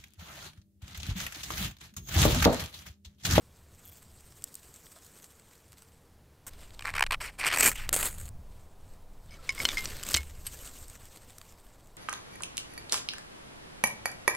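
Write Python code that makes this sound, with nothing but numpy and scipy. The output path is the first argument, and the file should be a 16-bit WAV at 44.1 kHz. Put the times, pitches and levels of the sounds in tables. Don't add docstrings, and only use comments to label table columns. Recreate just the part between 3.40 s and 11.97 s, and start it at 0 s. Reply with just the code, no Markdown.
import sys
import numpy as np
from scipy import signal
from scipy.fft import rfft, irfft
from scipy.io import wavfile
from scipy.ndimage import uniform_filter1d, map_coordinates

SR = 44100
rng = np.random.default_rng(int(sys.argv[2]) if len(sys.argv) > 2 else 0)


def volts_from_decibels(level):
    exponent = np.asarray(level, float) / 20
    return 10 ** exponent


def to_wav(s):
    ch = np.atleast_2d(s).T
    pcm = np.round(np.clip(ch, -1, 1) * 32767)
    wavfile.write(sys.argv[1], SR, pcm.astype(np.int16))


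N = 377927


def unit(x):
    return x / np.sqrt(np.mean(x ** 2) + 1e-20)


def white():
    return rng.standard_normal(N)


def coloured(x, spectrum):
    f, v = np.transpose(spectrum)
    hz = np.fft.rfftfreq(8192, 1 / SR)
    level_db = np.interp(np.log(hz + 1), np.log(f + 1), v, left=-60, right=-60)
    cepstrum = irfft(np.log(volts_from_decibels(level_db) + 1e-6))
    cepstrum[1:4096] *= 2
    cepstrum[4097:] = 0
    response = irfft(np.exp(rfft(cepstrum)))
    response = np.float32(response / np.linalg.norm(response))
    return signal.oaconvolve(x.astype(np.float32), response)[:N]


def wobble(rate_hz):
    step = max(1, int(SR / rate_hz / 8))
    coarse = np.arange(0, N + step, step)
    knots = rng.standard_normal(int(N * rate_hz / SR) + 4)
    return np.interp(np.arange(N), coarse, map_coordinates(knots, [coarse * rate_hz / SR]))


def grit(spiky_db, rate_hz):
    return unit(white() * volts_from_decibels(spiky_db * wobble(rate_hz)))


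def patchy(x, depth_db=2.0):
    z = signal.stft(x.astype(np.float32), nperseg=256)[2]
    field = rng.standard_normal(z.shape, np.float32)
    field = uniform_filter1d(field, size=7, axis=0)
    field = uniform_filter1d(field, size=9, axis=1)
    return signal.istft(z * volts_from_decibels(depth_db * unit(field)), nperseg=256)[1][:N]


def gains(tables):
    t, out = np.arange(N) / SR, np.zeros((len(tables[0][0]) - 1, N))
    for rows in tables:
        s, *columns = np.transpose(rows)
        span = slice(round(s[0] * SR), round(s[-1] * SR))
        out[:, span] += volts_from_decibels([np.interp(t[span], s, c) for c in columns])
    return uniform_filter1d(out, size=60, axis=1)


def bursts(rows, rise_ms=1., fall_ms=1., sharp=1.4):
    t_ms, out = np.arange(-1500, 2500) / SR * 1000, np.zeros((2, N + 4000))
    for s, low_db, high_db, *shape in rows:
        rise, fall = [rise_ms, fall_ms][:2 - len(shape)] + shape
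        swell_db = -6 * np.where(t_ms < 0, (t_ms / rise) ** 2, np.abs(t_ms / fall) ** sharp)
        out[:, round(s * SR):][:, :len(t_ms)] += volts_from_decibels(np.add.outer([low_db, high_db], swell_db))
    return out[:, 1500:N + 1500]


def pops(rows, sharpness):
    out = np.zeros((2, N))
    for s, low_db, high_db, *_ in rows:
        out[:, round(s * SR) - 20] = -sharpness * volts_from_decibels([low_db, high_db])
    return out


# (time [s], level [dB])
WIND = [(0.0, -58.5), (0.9, -61), (1.3, -64.5), (2.95, -63.5), (3.15, -59), (3.7, -48.5), (4.0, -54),
        (4.5, -46), (4.95, -50.5), (5.25, -58), (6.0, -56), (6.5, -52.5), (7.2, -52.5), (7.7, -61),
        (8.57, -63.5)]
# (frequency [Hz], density [dB per Hz])
BUFFET = [(5, -8.5), (15, 0.5), (45, -11), (90, -30)]
RUMBLE = [(35, -21), (70, 4.5), (130, -5), (300, -23)]
FOREST = [(88, -32), (150, -4), (814, -13), (1090, -15), (2650, -23.5), (15000, -28.5), (16500, -37)]
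HUSH = [(150, -9), (500, 0.5), (1000, -3), (1800, -22.5)]
DRONE = [(380, -24), (460, 0), (560, -26)]
CUT_S = 3.06
BUFFET_FAR_DB, BUFFET_NEAR_DB = -68.5, 6


def outdoors():
    near = np.arange(N) > CUT_S * SR
    strength, = gains([WIND])
    buffet = np.where(near, volts_from_decibels(BUFFET_NEAR_DB) * strength, volts_from_decibels(BUFFET_FAR_DB)) * volts_from_decibels(1.9 * wobble(7.5))
    wind = buffet * coloured(white(), BUFFET)
    wind += strength * volts_from_decibels(2.06 * wobble(10)) * coloured(white(), RUMBLE)
    hush = volts_from_decibels(-66) * near * coloured(white(), HUSH)
    murmur = volts_from_decibels(-77) * ~near * coloured(white(), DRONE)
    return wind + hush + murmur + volts_from_decibels(-65) * coloured(white(), FOREST)


# (time [s], effort [dB])
RUSTLE = [
    [(0.0, -70.5), (0.3, -69), (0.475, -60.5), (0.615, -63.5), (1.368, -58.5), (1.914, -61.5), (1.967, -67),
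     (2.418, -65), (2.76, -80)],
    [(2.76, -92), (3.05, -85), (3.1, -68.5), (3.22, -59.5), (3.387, -70), (3.45, -62.5)],
    [(4.9, -84), (5.064, -79), (5.148, -67.5), (5.355, -79.5), (5.494, -69.5), (5.671, -79.5), (5.88, -67)],
    [(5.88, -71), (5.935, -63), (6.023, -66.5), (6.05, -57.5), (6.147, -57.5), (6.21, -44.5), (6.62, -52.5),
     (6.75, -40.5), (6.82, -54)],
    [(6.82, -56), (6.948, -61.5), (7.07, -51), (7.11, -54.5), (7.15, -47), (7.185, -53.5), (7.24, -50.5),
     (7.262, -44.5), (7.31, -56)],
    [(7.31, -55), (7.4, -54), (7.547, -59.5), (7.739, -59.5), (8.035, -61.5), (8.57, -73)],
]
HANDFUL_DB = [-67, -60, -65, -56, -63, -64]
# (time [s], body [dB], crisp [dB])
SNAPS = [(0.8077, -62, -49), (1.0223, -51, -44), (1.0409, -48, -23), (1.1425, -62.0, -36),
         (1.1537, -52, -31.5), (1.3413, -56, -43), (1.3614, -59, -43), (1.4672, -47.5, -54.0),
         (1.698, -62, -54), (1.756, -60, -57), (1.8, -51, -54), (1.829, -55, -48), (1.843, -49.5, -40.5),
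         (1.9976, -51, -50), (2.021, -56, -58), (2.112, -55, -57), (2.373, -54, -56), (2.391, -58, -53),
         (2.3213, -53, -47), (2.3303, -50.5, -48), (2.4219, -51, -47), (7.4823, -66, -40),
         (7.4996, -66, -40), (7.6552, -59, -42.5), (7.7608, -48.5, -43.5), (7.9838, -47.5, -36.5),
         (8.0148, -41.5, -44), (8.4727, -60, -51), (8.5686, -55, -41.5)]
# (time [s], peak [dB], body [dB], crisp [dB])
BRUSHES = [(3.1348, -50, -56, -60), (3.1348, -47, -54, -60), (3.2071, -49, -55, -55),
           (3.2325, -43, -51, -58), (3.3064, -42, -51, -57), (3.3932, -36, -37, -46)]
# (time [s], crisp [dB])
RATTLE = [(6.1236, -46), (6.1501, -41.5), (6.1915, -39), (6.197, -43), (6.2173, -35), (6.3315, -46),
          (6.408, -38), (6.4425, -39), (6.448, -36), (6.489, -43), (6.2335, -36), (6.2461, -36),
          (6.3536, -46), (6.4747, -45), (6.5014, -43), (6.568, -40), (6.63, -37), (6.6351, -33),
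          (6.651, -42), (6.6665, -36), (6.6835, -43), (6.6885, -30), (6.701, -35), (6.708, -33),
          (6.712, -31), (6.718, -31), (6.729, -38), (6.7343, -31), (6.7439, -22), (6.759, -30),
          (6.765, -28), (6.778, -34), (6.832, -46)]
# (frequency [Hz], density [dB per Hz])
BODY = [(500, -23.5), (1100, 2), (2300, 0), (3400, -1.5), (4800, -3.5), (6000, -12.5), (8000, -36.5)]
CRISP = [(2650, -28.5), (4800, -12.5), (6690, -3), (8270, 2.5), (10100, -11), (12100, -3.5), (15600, -11),
         (16500, -26)]
PUSH = [(80, -2.5), (170, -4.5), (550, -5.5), (1500, -26)]
BODY_GROWS = 0.75
RATTLE_BODY_DB, RATTLE_GROWS = -42, 0.71


def shavings():
    rattle = [(s, RATTLE_BODY_DB + RATTLE_GROWS * (db + 37.5), db) for s, db in RATTLE]
    brushes = [(s, body_db + 4.5, crisp_db + 4.5) for s, _, body_db, crisp_db in BRUSHES]
    snaps = volts_from_decibels(-2.5) * bursts(SNAPS + brushes, rise_ms=0.23, fall_ms=0.83, sharp=0.9)
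    snaps += volts_from_decibels(1.2) * bursts(rattle, rise_ms=0.62, fall_ms=1.12, sharp=0.92)
    ticks = (rng.random(N) < 45 / SR) * volts_from_decibels(4.4 * rng.exponential(size=N).clip(0, 3))
    tick_decay = volts_from_decibels(-60 * np.arange(600) / SR / 0.0095)
    crackle = 1 + 0.7 * signal.oaconvolve(ticks, tick_decay)[:N]
    hands = [[(s, full_db + BODY_GROWS * (db + 60), db) for s, db in rows]
             for rows, full_db in zip(RUSTLE, HANDFUL_DB)]
    rub = gains(hands) * volts_from_decibels(-2 + 2.2 * wobble(50))
    rubbing = rub * crackle * patchy(grit(1.44, 900))
    body, crisp = rubbing + snaps * np.sign(white()) + pops(SNAPS + rattle, sharpness=3.1)
    rumple = volts_from_decibels(-3) * rub[0] * volts_from_decibels(2.7 * wobble(25)) * coloured(white(), PUSH)
    return coloured(body, BODY) + coloured(crisp, CRISP) + rumple


# (time [s], length [s], peak [dB], chirp [Hz])
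CREAK = [(0.454, .047, -39.5, 12600), (0.5185, .021, -43, 13970), (0.569, .018, -46.5, 15000)]
STICK_S = 0.0053


def creak():
    out, t = np.zeros(N), np.arange(400) / SR
    for s, length_s, db, hz in CREAK:
        slips, chance = np.zeros(N), rng.standard_normal((30, 2))
        after = STICK_S * (np.arange(len(chance)) + .2 * chance[:, 0].clip(-2, 2))
        held = after < length_s
        slips[((s + after[held]) * SR).astype(int)] = volts_from_decibels(db + 2.2 * chance[held, 1])
        chirp = volts_from_decibels(3.5 - 60 * t / .002) * np.sin(2 * np.pi * hz * t)
        ring = volts_from_decibels(-17 - 60 * t / 0.015) * np.sin(2 * np.pi * 3400 * t)
        out += signal.oaconvolve(slips, chirp + ring)[:N]
    return out


# (time [s], strength [dB], frequency [Hz])
SPIKES = [(4.4916, -5, 4500), (6.2526, -1, 4200), (6.2888, -8, 3800), (6.4561, -13, 5800),
          (6.765, -6, 7000), (1.0405, -34, 3500)]


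def pressure_spikes():
    out, t = np.zeros(N), np.arange(200) / SR
    for s, db, hz in SPIKES:
        out[round(s * SR):][:len(t)] -= volts_from_decibels(db) * np.sin(2 * np.pi * hz * t) * np.exp(-2.6 * hz * t)
    return out


def knocks(rows, modes, held_hz=20000, spread_db=2.0):
    ring, crack, t = np.zeros(N + SR), np.zeros(N + SR), np.arange(SR // 6) / SR
    for s, db, pitch, lasting, crack_db in rows:
        at = slice(round(s * SR), round(s * SR) + len(t))
        for hz, level_db, t60_s in modes:
            scale, slow = (pitch, lasting) if hz < held_hz else (1, 1)
            fade_db = db + level_db + spread_db * rng.standard_normal() - 60 * t / (t60_s * slow)
            ring[at] += volts_from_decibels(fade_db) * np.sin(2 * np.pi * hz * scale * t) * (1 - np.exp(-t / .00015))
        crack[at] += volts_from_decibels(db + crack_db - 60 * t / (0.019 * lasting)) * rng.standard_normal(len(t))
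    return np.array([ring[:N], crack[:N]])


# (time [s], peak [dB], pitch factor, ring-time factor, crack [dB])
GRATE_KNOCKS = [(1.5625, -50.5, 0.95, 0.9, -3), (1.572, -53, 0.97, 0.93, -6), (1.84, -57, 1.15, 0.54, -1)]
FUMBLE_KNOCKS = [(5.908, -54, 1, 1, -8), (5.921, -52, 1, 1, -6), (5.93, -53, 0.97, .8, -8),
                 (5.94, -53, 0.99, 1, -3)]
HANDLE_KNOCKS = [(6.0918, -16, 0.99, 0.98, -11), (6.1045, -30, 0.95, 0.83, -5),
                 (6.1791, -30.5, 0.96, 1.4, -16), (6.2015, -20, 0.99, 0.65, -18.5),
                 (6.3715, -23, 0.95, 1.1, -13), (6.3805, -26, 0.94, 3.1, -5), (6.385, -33, 1.1, .8, -3),
                 (6.748, -31, 0.92, 1, -3), (6.7705, -29, .97, 2.4, -8)]
STEEL_KNOCKS = [(6.2527, -16.5, 1., 0.91, 1), (6.7418, -21.5, 1.05, 1.35, 4.5), (6.747, -23, 0.97, 0.81, 5),
                (6.771, -30, 0.98, 1.2, -6)]
SHANK_KNOCKS = [(6.2855, -33, 0.89, .55, -4), (6.2888, -22, 1, .55, -1), (6.2935, -33, 1, .55, -8),
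                (6.297, -30, 1.01, .55, -6), (6.3035, -30, .99, .55, -9), (6.308, -31, 1.01, .55, -8),
                (6.3165, -29, 0.98, .55, -6)]
TIP_KNOCKS = [(6.456, -25.5, 1.005, 0.95, -4.5), (6.4655, -40, 1.2, .5, -6)]
LINK_KNOCKS = [(7.0665, -37.5, 1., 0.88, 2.7), (7.07, -42, 1.01, .8, 5.5), (7.074, -48, .99, 1, 8),
               (7.254, -52, 0.9, 0.62, 8), (6.7695, -27, 0.92, 0.2, 6)]
# (frequency [Hz], level [dB], t60 [s])
GRATE = [(710, 1, 0.053), (1070, -7, .1), (1290, -6, 0.056), (1680, -14, .06)]
FUMBLE = [(2256, 1, .07), (3100, -8, .06), (5103, -3, 0.054), (6110, -2, 0.056), (8700, -6, .05)]
HANDLE = [(1087, -28, 0.14), (2240, 0, 0.046), (3000, -16, .03), (3390, -15, .012), (5120, -13, 0.049),
          (5680, -24, .04), (6850, -22, .04), (8700, -19.5, 0.023)]
STEEL = [(2100, -16, 0.07), (3040, -1, 0.032), (4230, -7, 0.048), (5180, -13, 0.041), (5870, 0, 0.0084)]
SHANK = [(2310, -1, .025), (3020, -8, .03), (3500, 2, .025), (4300, -7, .012), (5650, -15, .015)]
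TIP = [(5100, -13, 0.043), (5750, 0.5, .016), (7000, 0, 0.013), (8600, -12, .01)]
LINK = [(3000, -6, .05), (4600, -10, .04), (8170, 6.5, 0.048), (10340, 1, 0.022), (11500, 2, 0.047),
        (13300, -9, .03)]
# (frequency [Hz], density [dB per Hz])
CRACK = [(350, -20), (2500, -2), (5000, -1.5), (6500, -3.5), (8500, -13.5), (14000, -29)]


def tools():
    ring, crack = knocks(HANDLE_KNOCKS, HANDLE, held_hz=2700)
    for rows, modes in [(GRATE_KNOCKS, GRATE), (FUMBLE_KNOCKS, FUMBLE), (STEEL_KNOCKS, STEEL),
                        (SHANK_KNOCKS, SHANK), (TIP_KNOCKS, TIP), (LINK_KNOCKS, LINK)]:
        more_ring, more_crack = knocks(rows, modes)
        ring += more_ring
        crack += more_crack
    t = np.arange(SR // 2) / SR
    thump = volts_from_decibels(-29.5 - 60 * t / 0.5) * np.sin(2 * np.pi * 72 * t) * (1 + 0.55 * np.cos(2 * np.pi * 15 * t))
    thump += volts_from_decibels(-31.5 - 60 * t / 0.07) * (np.sin(2 * np.pi * 320 * t) + np.sin(2 * np.pi * 190 * t))
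    ring[round(6.742 * SR):][:len(t)] += thump * (1 - np.exp(-t / 0.0033))
    return ring + coloured(crack, CRACK)


# (time [s], edge over rod [dB])
BITE = [(3.75, -10), (3.8, -8), (3.85, -3.5), (3.88, -6.5), (4.0, -3.5), (4.03, -14), (4.072, -4.5),
        (4.11, -14), (4.15, -3.5), (4.2, 3), (4.22, 0), (4.27, 5.5), (4.35, 1.5), (4.37, -8)]


def bite_db(s):
    return np.interp(s, *np.transpose(BITE))


# (time [s], rod [dB], length
# [ms])
STICK_SLIPS = [(3.395, -45.5, 1.1), (3.4094, -41.5, 1.8), (3.4242, -36.5, 1.4), (3.445, -46, 1),
               (3.4556, -31.5, 1.4), (3.4708, -32, 1.3), (3.4766, -34.5, 1.4), (3.4826, -37.5, 1.7),
               (3.4914, -35, 1.1), (3.497, -38, 1), (3.5036, -34, 1.5), (3.54, -33.5, 1.4), (3.554, -30, 2.4),
               (3.5665, -30, 3), (3.582, -31, 2.7), (3.5947, -26, 1.7), (3.6089, -22, 1.3), (3.6262, -20, 1.7),
               (3.6388, -26.5, 1.24), (3.6655, -31, 1.4), (3.671, -40, 1.3), (3.7108, -23, 1.94),
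               (3.722, -21, 0.98), (3.7265, -25.5, 1.3), (3.731, -26, 1.4), (3.739, -31.5, 2.2),
               (3.745, -31, 1.6), (3.9364, -59.5, 21),
               (3.9986, -34.5, 3.9), (4.013, -33, 2.7), (4.0254, -38.5, 2.4), (4.0328, -33.5, 1.8),
         (4.0402, -30.5, 2.1), (4.049, -27.5, 1.9), (4.06, -28, 2.5), (4.0677, -22, 2.4), (4.074, -28, 2),
         (4.0793, -23.5, 2.1), (4.087, -26.5, 2.5), (4.104, -31, 2.5), (4.116, -28.5, 2.8),
         (4.1256, -26, 1.3), (4.1302, -24, 1.8), (4.1393, -22.5, 2.6), (4.148, -26.5, 3), (4.162, -28, 2),
         (4.1742, -25, 1.9), (4.187, -25.5, 2.4), (4.2, -29, 4), (4.2088, -21.5, 2.6), (4.2265, -27, 1.5),
         (4.2316, -23, 3), (4.2445, -24.5, 3.3), (4.252, -29, 2.5), (4.2615, -23, 3.7), (4.269, -27, 2.8),
         (4.278, -26, 3.3), (4.286, -30, 2.8), (4.2944, -31.5, 2.6), (4.317, -32.5, 1.4),
         (4.358, -38.5, 2.8)]
# (time [s], pressure [dB])
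STROKES = [
    [(3.45, -42), (3.51, -51), (3.535, -60.5)],
    [(3.535, -54.5), (3.6, -50)],
    [(3.722, -40), (3.748, -43), (3.757, -55)],
    [(3.803, -46.5), (3.815, -41), (3.862, -41.5), (3.872, -46), (3.892, -48), (3.912, -60)],
    [(3.98, -54), (3.99, -41), (4.03, -42), (4.075, -35), (4.092, -42), (4.215, -39.5), (4.24, -32),
     (4.29, -36.5), (4.335, -50.5)],
    [(4.335, -62.5), (4.367, -43.5), (4.414, -44), (4.475, -56), (4.527, -61)],
]
# (time [s], fizz [dB], fall [ms])
SPARKS = [(4.4927, -26.5, 0.5), (4.5294, -18.5, 1.6), (4.535, -24, 1.2), (4.538, -25.5, 1.2),
          (4.5412, -22.5, 1.2), (4.544, -25, .8), (4.552, -25.5, 1.2), (4.5637, -18.5, 1.1),
          (4.57, -27, 2.6), (4.59, -30, 2), (4.609, -30, 3), (4.6287, -26, 3.8), (4.6494, -31, 3.3),
          (4.655, -27.5, 2.5), (4.666, -29.5, 1.5), (4.6752, -34, 1), (4.7098, -40, 1.8),
          (4.7276, -43, 1.6), (4.7832, -42, 3.4), (4.7997, -42, 3), (4.813, -40, .82),
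          (4.8561, -43.5, 0.53), (4.8901, -39, .4)]
# (time [s], fizz [dB])
SIZZLE = [
    [(3.066, -43.5), (3.095, -50)],
    [(4.527, -33.5), (4.548, -36), (4.6, -34.5), (4.67, -34), (4.72, -51), (4.888, -56)],
]
FALL_SHARE = 0.8
SPARK_BODY_DB = -7


def contacts():
    slips = [(s, db, db + bite_db(s), ms, FALL_SHARE * ms) for s, db, ms in STICK_SLIPS]
    sparks = [(s, db + SPARK_BODY_DB, db, ms) for s, db, ms in SPARKS]
    pressure, = gains(STROKES)
    drag = pressure * volts_from_decibels([np.zeros(N), bite_db(np.arange(N) / SR)])
    drag = drag + gains(SIZZLE) * volts_from_decibels([[SPARK_BODY_DB], [0]])
    single = bursts(slips, sharp=1.15) + bursts(sparks, rise_ms=0.42, sharp=0.9)
    rod, edge = np.hypot(drag * volts_from_decibels(2.34 * wobble(160)), single)
    thud, spit = pops(sparks, sharpness=3.4)
    return rod, edge, thud, spit


# (time [s], rod ring [Hz])
GRIP = [(3.4, 2020), (3.8, 2250), (4.03, 1990), (4.07, 2340), (4.13, 2160), (4.33, 2150), (4.36, 3000),
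        (4.47, 2050)]
# (frequency [Hz], density [dB per Hz])
ROD = [(250, -22), (1090, -7), (2070, -2), (2430, 0.5), (3430, -19.5), (4300, -14), (6000, -20.5),
       (7800, -59.5)]
EMBER = [(150, -13), (1500, -1), (4000, -8), (6500, -22)]
CHATTER = [(2650, -31.5), (4500, -5), (6240, -10), (8400, 0.5), (10100, -11), (12600, -9.5), (15100, -18),
           (16500, -34)]
FIZZ = [(2650, -28), (4600, -12), (5800, -17), (6600, -2.5), (8270, 3), (10100, -6.5), (12100, -4.5),
        (16500, -12)]
BUTT_HZ, BUTT_DB = 1130, -3.5


def scraper():
    t = np.arange(N) / SR
    rod, edge, thud, spit = contacts()
    shove = volts_from_decibels(-16.5) * uniform_filter1d(edge + 0.2 * rod, size=1200) * coloured(white(), PUSH)
    body = rod * patchy(grit(3.1, 1500)) + thud
    scraping = (t > 3.1) & (t < 4.48)
    drag, ember = body * scraping, body * ~scraping
    short = np.clip((np.interp(t, *np.transpose(GRIP)) - 1900) / 1100, 0, 1) * np.pi / 2
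    ring = coloured(drag * np.cos(short), ROD)
    ring += coloured(drag * np.sin(short), [(1.23 * hz, db) for hz, db in ROD])
    butt = signal.lfilter(*signal.iirpeak(BUTT_HZ, 4.5, SR), drag * (t < 3.78))
    ring = ring + volts_from_decibels(BUTT_DB) * 4 * butt + coloured(ember, EMBER)
    hiss = edge * patchy(grit(2.5, 3000)) + spit
    burning, cutting = t > 4.48, (t > 4.17) | (t < 3.1)
    hiss = (coloured(hiss * (cutting & ~burning), CRISP) + coloured(hiss * burning, FIZZ)
            + coloured(hiss * ~cutting, CHATTER))
    return ring + hiss + shove


# (time [s], peak [dB], frequency [Hz], t60 [s])
GLINTS = [(5.895, -58, 3000, .05), (5.988, -52, 1330, .13), (6.035, -51, 550, .04),
          (6.2575, -27, 13200, .005), (6.386, -37, 5000, .04), (6.635, -28, 3000, .01),
          (6.688, -22, 6700, .008), (6.743, -18, 7700, .014), (6.7695, -18, 7500, .011),
          (6.771, -32, 2950, .035), (7.067, -46, 1600, .04), (6.408, -38, 12600, .012),
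          (7.05, -56, 1690, .05), (7.075, -48, 2980, .05), (7.118, -50, 11500, .04), (7.15, -52, 1690, .05),
          (7.2, -50, 2980, .05), (7.211, -44, 11700, 0.054), (7.222, -48, 8200, .05),
          (7.224, -47, 11500, .04), (7.258, -46, 10200, .03), (7.268, -46, 8300, .04),
          (7.275, -51, 2980, .05)]


def glints():
    out, t = np.zeros(N), np.arange(SR // 10) / SR
    for s, db, hz, t60_s in GLINTS:
        ring = volts_from_decibels(db - 60 * t / t60_s) * np.sin(2 * np.pi * hz * t)
        out[round(s * SR):][:len(t)] += ring * (1 - np.exp(-t / 0.00045))
    return out


def scene():
    mono = outdoors() + shavings() + creak() + pressure_spikes() + tools() + scraper() + glints()
    return mono + np.outer([.018, -.018], np.gradient(mono))


def top_cut(x):
    return signal.sosfilt(signal.butter(12, 17010, fs=SR, output="sos"), x)


TOP_HZ = 16150


def record(dry):
    band_limit = signal.cheby2(12, 30, TOP_HZ, fs=SR, output="sos")
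    mix = signal.sosfilt(band_limit, dry)
    return top_cut(mix)


dry = scene()
out = record(dry)
to_wav(out)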